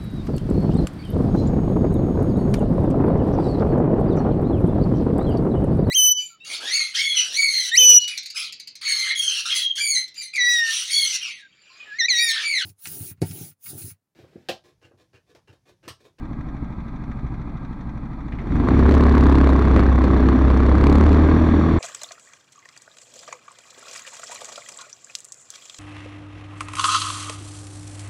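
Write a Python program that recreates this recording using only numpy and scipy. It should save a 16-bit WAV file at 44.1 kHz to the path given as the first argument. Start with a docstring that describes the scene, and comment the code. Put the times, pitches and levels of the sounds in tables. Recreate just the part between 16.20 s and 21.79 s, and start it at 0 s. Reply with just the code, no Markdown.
"""A single-cylinder four-stroke scooter engine idles, then pulls away, heard by a microphone bolted to its body.
Each firing is an impulse that rings the bodywork; under load, crank harmonics add a drone.
Panels chatter and valves tick as noise bursts timed by the cycle; fan, casing and road are shaped noise.
The crank shakes the microphone mount once a turn; near resonance it swings widely and slaps.
Single hard knocks strike the mount, the drive clacks at the start, and the microphone flattens the peaks."""
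import sys
import numpy as np
from scipy import signal
from scipy.fft import rfft, irfft, next_fast_len
from scipy.io import wavfile
from scipy.ndimage import uniform_filter1d

SR = 44100
rng = np.random.default_rng(int(sys.argv[2]) if len(sys.argv) > 2 else 0)


def to_wav(s):
    """Save 16-bit WAV."""
    ch = np.atleast_2d(s).T  # columns
    pcm = np.round(np.clip(ch, -1, 1) * 32767)  # PCM
    wavfile.write(sys.argv[1], SR, pcm.astype(np.int16))


N = 246519
TIME_S = np.arange(N) / SR

# Levels in spectra, modes and blows are relative; each layer is scaled later.
# road rumble spectrum: (frequency [Hz], level [dB])
ROAD_SPECTRUM = [(15, -5.5), (35, -1.5), (70, 3.5), (130, -2.5), (200, 1), (280, 2), (420, -5), (520, -15),
                 (1200, -21.5), (2300, -31), (3000, -38.5), (4200, -45), (6000, -57.5), (15000, -70.5)]
# rougher and smoother road: (middle [s], length [s], level change [dB])
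ROUGH_PATCHES = [(3.0, 0.17, 1.5), (3.58, 0.069, 5.5), (3.76, 0.1, -6.5), (4.35, 0.16, 0), (4.65, 0.25, 1),
                 (5.22, 0.51, -1.5)]
# fan and gear whirr spectrum: (frequency [Hz], level [dB])
FAN_SPECTRUM = [(20, 7), (60, 15), (130, 17.5), (300, 16.5), (400, -14.5), (540, -2.5), (780, 1),
                (1320, -0.5), (1470, -16), (1600, -2), (1720, -17), (1950, -10), (2450, -13.5),
                (2850, -34.5), (3500, -24), (4300, -25), (4900, -34), (5850, -37), (8500, -39),
                (15000, -43.5)]
# narrow casing resonances: (frequency [Hz], width [Hz], level [dB])
CASING_MODES = [(1616, 50, 0), (3460, 210, -13.5), (4335, 92, -15.5), (5740, 200, -22.5), (7060, 170, -28),
                (8000, 250, -40.5), (9260, 250, -33)]
# valve tick spectrum: (frequency [Hz], level [dB])
VALVE_SPECTRUM = [(900, 9.5), (1900, 12), (2400, 4.5), (2900, -8), (3600, 1), (4300, -7), (5000, -18.5),
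                  (5850, -4.5), (6500, -14.5), (7200, -15.5), (8500, -30.5), (15000, -44)]
# drive clacks as the throttle opens: (time [s], level [dB])
DRIVE_CLACKS = [(2.121, -38.5), (2.186, -39)]
# loose-panel chatter spectrum: (frequency [Hz], level [dB])
PANEL_SPECTRUM = [(300, -32), (600, 13), (850, 2), (1120, 15), (1420, -8.5), (1650, 5), (2400, -13.5),
                  (2950, -31), (3600, -10), (4300, -17), (5000, -34.5), (7200, -42), (9000, -55.5),
                  (15000, -62)]
# loose panel striking the frame: (frequency [Hz], width [Hz], level [dB])
PANEL_MODES = [(1030, 180, -2), (1135, 98, -0.5), (1610, 220, -16)]
# harder panel rattle: (middle [s], length [s], level change [dB])
RATTLE_BOUTS = [(3.05, 0.6, 5.5), (3.95, 0.22, 4.5), (5.08, 0.13, 4)]
# struck mount resonances: (frequency [Hz], width [Hz], level [dB])
MOUNT_MODES = [(252, 93, 5.5), (407, 93, -16), (1043, 180, -10)]
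# mount's plastic buzz spectrum: (frequency [Hz], level [dB])
BUZZ_SPECTRUM = [(500, 0), (1100, 5.5), (1500, -6), (2300, -9), (3000, -27.5), (4200, -10.5), (5200, -22),
                 (7200, -24.5), (9000, -31.5), (15000, -32.5)]
# single hard knocks on the mount: (time [s], level [dB])
MOUNT_KNOCKS = [(2.357, -9.5), (2.400, -6.5), (2.487, 2), (2.592, 3), (2.711, 3.5), (2.741, 4),
                (2.865, -8.5), (2.981, -5), (3.291, 1), (3.563, 5.5), (3.594, 3.5), (3.840, 3.5),
                (4.087, 1.5), (4.302, 0), (4.374, -3), (4.929, 3)]
# harder mount slaps: (middle [s], length [s], level change [dB])
SLAP_BOUTS = [(3.13, .2, 3.5), (4.68, .16, 4.5), (4.87, 0.34, 2)]
# bodywork response to engine harmonics: (frequency [Hz], level [dB])
DRONE_RESPONSE = [(33, -28), (42, -24), (70, -27), (98, -18), (130, -32), (162, -24), (198, -29),
                  (240, -20), (265, -20), (290, -23), (322, -22), (342, -32), (400, -33), (480, -43),
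                  (600, -50)]
# bodywork resonances at idle: (frequency [Hz], width [Hz], level [dB])
IDLE_MODES = [(27, 11, 4.5), (54.9, 8.2, 4), (119.5, 26, -3.5), (225, 13, -4), (259, 17, -27)]
# bodywork resonances under load: (frequency [Hz], width [Hz], level [dB])
RIDE_MODES = [(36.5, 37, -10), (104, 110, -3.5), (162, 29, 6.5), (248, 19, 13.5), (309.6, 37, -14),
              (416, 27, -21)]
# engine speed, firing every second turn: (time [s], crank speed [turns/s])
CRANK_SPEED = [(0, 25.3), (.8, 25.46), (1.05, 27.0), (1.7, 24.1), (2.13, 27.8), (2.42, 50.3), (2.55, 67.6),
               (2.7, 70.86), (3.4, 66.14), (4.0, 64.33), (4.5, 66.72), (4.85, 74.83), (5.2, 80.17),
               (5.59, 80.8)]
# firing strength as the throttle opens and eases: (time [s], level [dB])
FIRING_STRENGTH = [(0, -21.5), (1.05, -19.5), (1.5, -21), (2.12, -20), (2.26, -15), (2.35, -2.5),
                   (2.45, -5.5), (2.65, 0.5), (3.3, -3), (3.8, -4.5), (4.25, -2.5), (4.6, -2), (5.0, 0),
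                   (5.59, -2)]

# road: start and rise time, level under way, extra change at standstill
PULL_AWAY_S, GET_GOING_S, ROAD_DB, STANDING_DB = 2.038, 0.48, -18, -27.5
# casing: level with the crank at MOUNT_HZ, rise with speed
CASING_DB, CASING_DB_PER_OCTAVE = -46, 14.5
# panels: level under load, extra change at idle
PANEL_DB, IDLE_PANEL_DB = -35.5, -24
# mount: resonance, lag of its swing; crank shake at resonance, extra change at idle
MOUNT_HZ, MOUNT_WIDTH_HZ, MOUNT_LAG_S = 70.16, 10.02, 0.068
SHAKE_DB, IDLE_SHAKE_DB = -12.5, -0.5
# slaps: relative level at resonance, dB of slap per dB of swing, lag
SLAP_DB, SLAP_DB_PER_DB, SLAP_LAG_S = 3, 2.7, .12
# slap position [cycles] at resonance; earlier below and later above by up to the slip
SLAP_PLACE, SLAP_SLIP = .8, 0.1157
# microphone: clipping ceiling [full scale = 1], sharpness, treble corner, top cutoff
CEILING, KNEE, DULL_HZ, TOP_HZ = 0.45, 14.0, 7000, 15700


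def undb(db):
    """Decibels to gain."""
    return 10 ** (np.asarray(db) / 20)


def unit(x):
    """Scale to rms 1."""
    return x / np.sqrt(np.mean(x ** 2))


def curve(table):
    """Join (time, value) points by straight lines."""
    time_s, value = np.transpose(table)
    return np.interp(TIME_S, time_s, value)


def late(control, lag_s):
    """Delay a control, holding its first value."""
    return np.interp(TIME_S - lag_s, TIME_S, control)


def swells(table):
    """Sum of bell-shaped level changes in dB, each `length` wide at 1/e."""
    return sum(db * np.exp(-(2 * (TIME_S - s) / length) ** 2) for s, length, db in table)


def timed(table):
    """Single impulses at listed times and levels."""
    blows = np.zeros(N)
    for time_s, db in table:
        blows[int(time_s * SR)] = undb(db)
    return blows


def strokes(cycle, at, scatter_db, slop):
    """One impulse per engine cycle at phase `at` [cycles], with random level and timing."""
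    count = int(cycle[-1]) + 1
    chance = rng.standard_normal((count, 2))
    phase = np.arange(count) + at + slop * chance[:, 0]
    where = np.interp(phase, cycle, np.arange(N)).astype(int)
    blows = np.zeros(N)
    blows[where] = undb(scatter_db * chance[:, 1])
    blows[-1] = 0  # discard strokes past the end
    return blows


def fade(blows, decay_s, rise_s=0.0022):
    """Envelope with a short rise and exponential decay at each blow."""
    tail = signal.lfilter([1], [1, -np.exp(-1 / (decay_s * SR))], blows)
    return uniform_filter1d(tail, size=max(int(rise_s * SR), 1))


def colour(x, spectrum):
    """Filter by a spectrum interpolated over log frequency; rms 1."""
    hz, db = np.transpose(spectrum)
    size = next_fast_len(N + SR)
    bin_hz = np.maximum(np.fft.rfftfreq(size, 1 / SR), 1)
    gain = undb(np.interp(np.log(bin_hz), np.log(hz), db))
    return unit(irfft(rfft(x, size) * gain, size)[:N])


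def noise(spectrum, envelope=1):
    """White noise shaped by an envelope, then coloured; rms 1."""
    return colour(envelope * rng.standard_normal(N), spectrum)


def ring(x, hz, width_hz):
    """One resonance, gain 1 at its centre."""
    return signal.lfilter(*signal.iirpeak(hz, hz / width_hz, fs=SR), x)


def bodywork(blows, modes, soft_hz):
    """Blows ring parallel resonances; a low-pass softens them; rms 1."""
    rung = sum(undb(db) * ring(blows, hz, width_hz) for hz, width_hz, db in modes)
    return unit(signal.sosfilt(signal.butter(4, soft_hz, fs=SR, output="sos"), rung))


def swing_db(crank_hz):
    """Mount swing relative to its peak: a resonance driven at crank speed."""
    detune = (crank_hz ** 2 - MOUNT_HZ ** 2) / (crank_hz * MOUNT_WIDTH_HZ)
    return -10 * np.log10(1 + detune ** 2)


def road():
    """Noise rumble that rises on pulling away and varies with road roughness."""
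    standing = 1 - np.clip((TIME_S - PULL_AWAY_S) / GET_GOING_S, 0, 1)
    level_db = ROAD_DB + STANDING_DB * standing + swells(ROUGH_PATCHES)
    return undb(level_db) * noise(ROAD_SPECTRUM)


def fan(cycle, firing_db, swell_db=1.15, at=0.46):
    """Fan and gear noise, swelling as each firing speeds the crank up."""
    swell = undb(swell_db * np.cos(2 * np.pi * (cycle - at)))
    # rises less than the firings
    return undb(-23.5 + 0.53 * firing_db) * noise(FAN_SPECTRUM, swell)


def casing(crank_hz):
    """Noise from gears and bearings rings the metal casing, louder with speed."""
    rub = rng.standard_normal(N)
    rung = 0
    for hz, width_hz, db in CASING_MODES:
        rung = rung + undb(db) * ring(ring(rub, hz, width_hz), hz, 4 * width_hz)
    level_db = CASING_DB + CASING_DB_PER_OCTAVE * np.log2(crank_hz / MOUNT_HZ)
    return undb(level_db) * unit(rung)


def valves(cycle, firing_db):
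    """Two noise ticks per cycle, the second stronger."""
    first = strokes(cycle, at=.37, scatter_db=1.5, slop=.01)
    second = strokes(cycle, at=.64, scatter_db=1.0, slop=.008)
    envelope = fade(undb(-9) * first + second, decay_s=.009, rise_s=.004)
    # rises less than the firings
    return undb(-41.5 + 0.47 * firing_db) * noise(VALVE_SPECTRUM, envelope)


def clacks():
    """Short, dull band-passed noise bursts as the drive takes up its slack."""
    burst = fade(timed(DRIVE_CLACKS), decay_s=0.015) * rng.standard_normal(N)
    return undb(15.5) * ring(ring(burst, 2050, 600), 1900, 1200)


def panels(cycle, load):
    """Loose panels chatter after each firing; under load they also strike the frame."""
    blows = strokes(cycle, at=.415, scatter_db=1.1, slop=.008)
    clack = bodywork(blows, PANEL_MODES, soft_hz=1960)
    chatter = noise(PANEL_SPECTRUM, fade(blows, decay_s=0.0057))
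    level_db = PANEL_DB + IDLE_PANEL_DB * (1 - load) + swells(RATTLE_BOUTS)
    return undb(level_db) * (undb(-5) * load * clack + chatter)


def knock(blows):
    """A blow to the mount: hollow resonances plus a short plastic buzz."""
    hollow = bodywork(blows, MOUNT_MODES, soft_hz=1650)
    burst = fade(blows, decay_s=.0025, rise_s=.003)
    return hollow + undb(-13.0) * noise(BUZZ_SPECTRUM, burst)


def mount_slaps(cycle, crank_hz, load):
    """Loose play slaps once a cycle, harder with wider swing; listed single knocks are added."""
    felt_hz = late(crank_hz, SLAP_LAG_S)
    place = SLAP_PLACE + SLAP_SLIP * np.tanh(np.pi * (felt_hz - MOUNT_HZ) / MOUNT_WIDTH_HZ)
    slap_db = SLAP_DB + SLAP_DB_PER_DB * swing_db(felt_hz) + swells(SLAP_BOUTS)
    slaps = strokes(cycle - place + 1, at=0, scatter_db=1.0, slop=.007)
    return undb(-24.5) * knock(load * undb(slap_db) * slaps + timed(MOUNT_KNOCKS))


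def crank_shake(cycle, crank_hz, load):
    """The piston's imbalance rocks the mount as a sine once per crank turn."""
    level_db = SHAKE_DB + IDLE_SHAKE_DB * (1 - load) + swing_db(late(crank_hz, MOUNT_LAG_S))
    return np.sqrt(2) * np.cos(4 * np.pi * (cycle - .33)) * undb(level_db)


def drone(cycle, crank_hz, odd_db=-5, at=0.3726, lag_rad=0.1205):
    """Harmonics of the engine cycle radiated by the bodywork; crank-turn multiples get more gain."""
    out = 0
    for k in range(1, 15):
        db = np.interp(k * crank_hz / 2, *np.transpose(DRONE_RESPONSE)) + odd_db * (k % 2)
        # higher harmonics arrive later through the frame
        phase_rad = 2 * np.pi * k * (cycle - at) - lag_rad * k ** 2
        out = out + undb(db) * np.sqrt(2) * np.cos(phase_rad)
    return out


def thumps(cycle, load, recoil_s=0.00412):
    """Firings ring the bodywork: separate thuds at idle, a merged throb under load."""
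    firing = strokes(cycle, at=.35, scatter_db=1.5, slop=.005)
    # kick and recoil on the rubber mounts
    kick = undb(-8) * firing - np.roll(firing, int(recoil_s * SR))
    # compression tugs the frame before; the exhaust puff follows
    compression = -undb(-4) * strokes(cycle, at=0.1684, scatter_db=-2.0, slop=0.01)
    exhaust = undb(-21) * strokes(cycle, at=0.49, scatter_db=1.5, slop=0.012)
    idle = bodywork(compression + kick + exhaust, IDLE_MODES, soft_hz=291)
    ride_firing = strokes(cycle, at=0.349, scatter_db=-4.0, slop=0.014)
    ride = bodywork(ride_firing, RIDE_MODES, soft_hz=417)
    return (1 - load) * undb(-10) * idle + load * undb(-32) * ride


def scene():
    """Sum road, machinery, mount and engine, driven by shared crank and firing curves."""
    crank_hz = curve(CRANK_SPEED)
    firing_db = curve(FIRING_STRENGTH)
    cycle = np.cumsum(crank_hz) / SR / 2  # two turns per cycle
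    load = np.clip((crank_hz - 30) / 30, 0, 1)  # inferred from crank speed
    background = road() + fan(cycle, firing_db) + casing(crank_hz)
    rattles = valves(cycle, firing_db) + clacks() + panels(cycle, load)
    mount = mount_slaps(cycle, crank_hz, load) + crank_shake(cycle, crank_hz, load)
    engine = undb(firing_db) * (load * drone(cycle, crank_hz) + thumps(cycle, load))
    return (background + rattles + mount + engine)[None]


def record(dry):
    """The microphone flattens peaks, its port dulls treble, and a steep filter cuts the top."""
    clipped = dry / (1 + np.abs(dry / CEILING) ** KNEE) ** (1 / KNEE)
    dull = signal.lfilter(*signal.butter(1, DULL_HZ, fs=SR), clipped)
    closing = np.clip((TIME_S[-1] - TIME_S) / .004, 0, 1)  # 4 ms fade-out
    top_cut = signal.ellip(8, .2, 70, TOP_HZ, fs=SR, output="sos")
    return signal.sosfilt(top_cut, dull * closing)


dry = scene()
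out = record(dry)
to_wav(out)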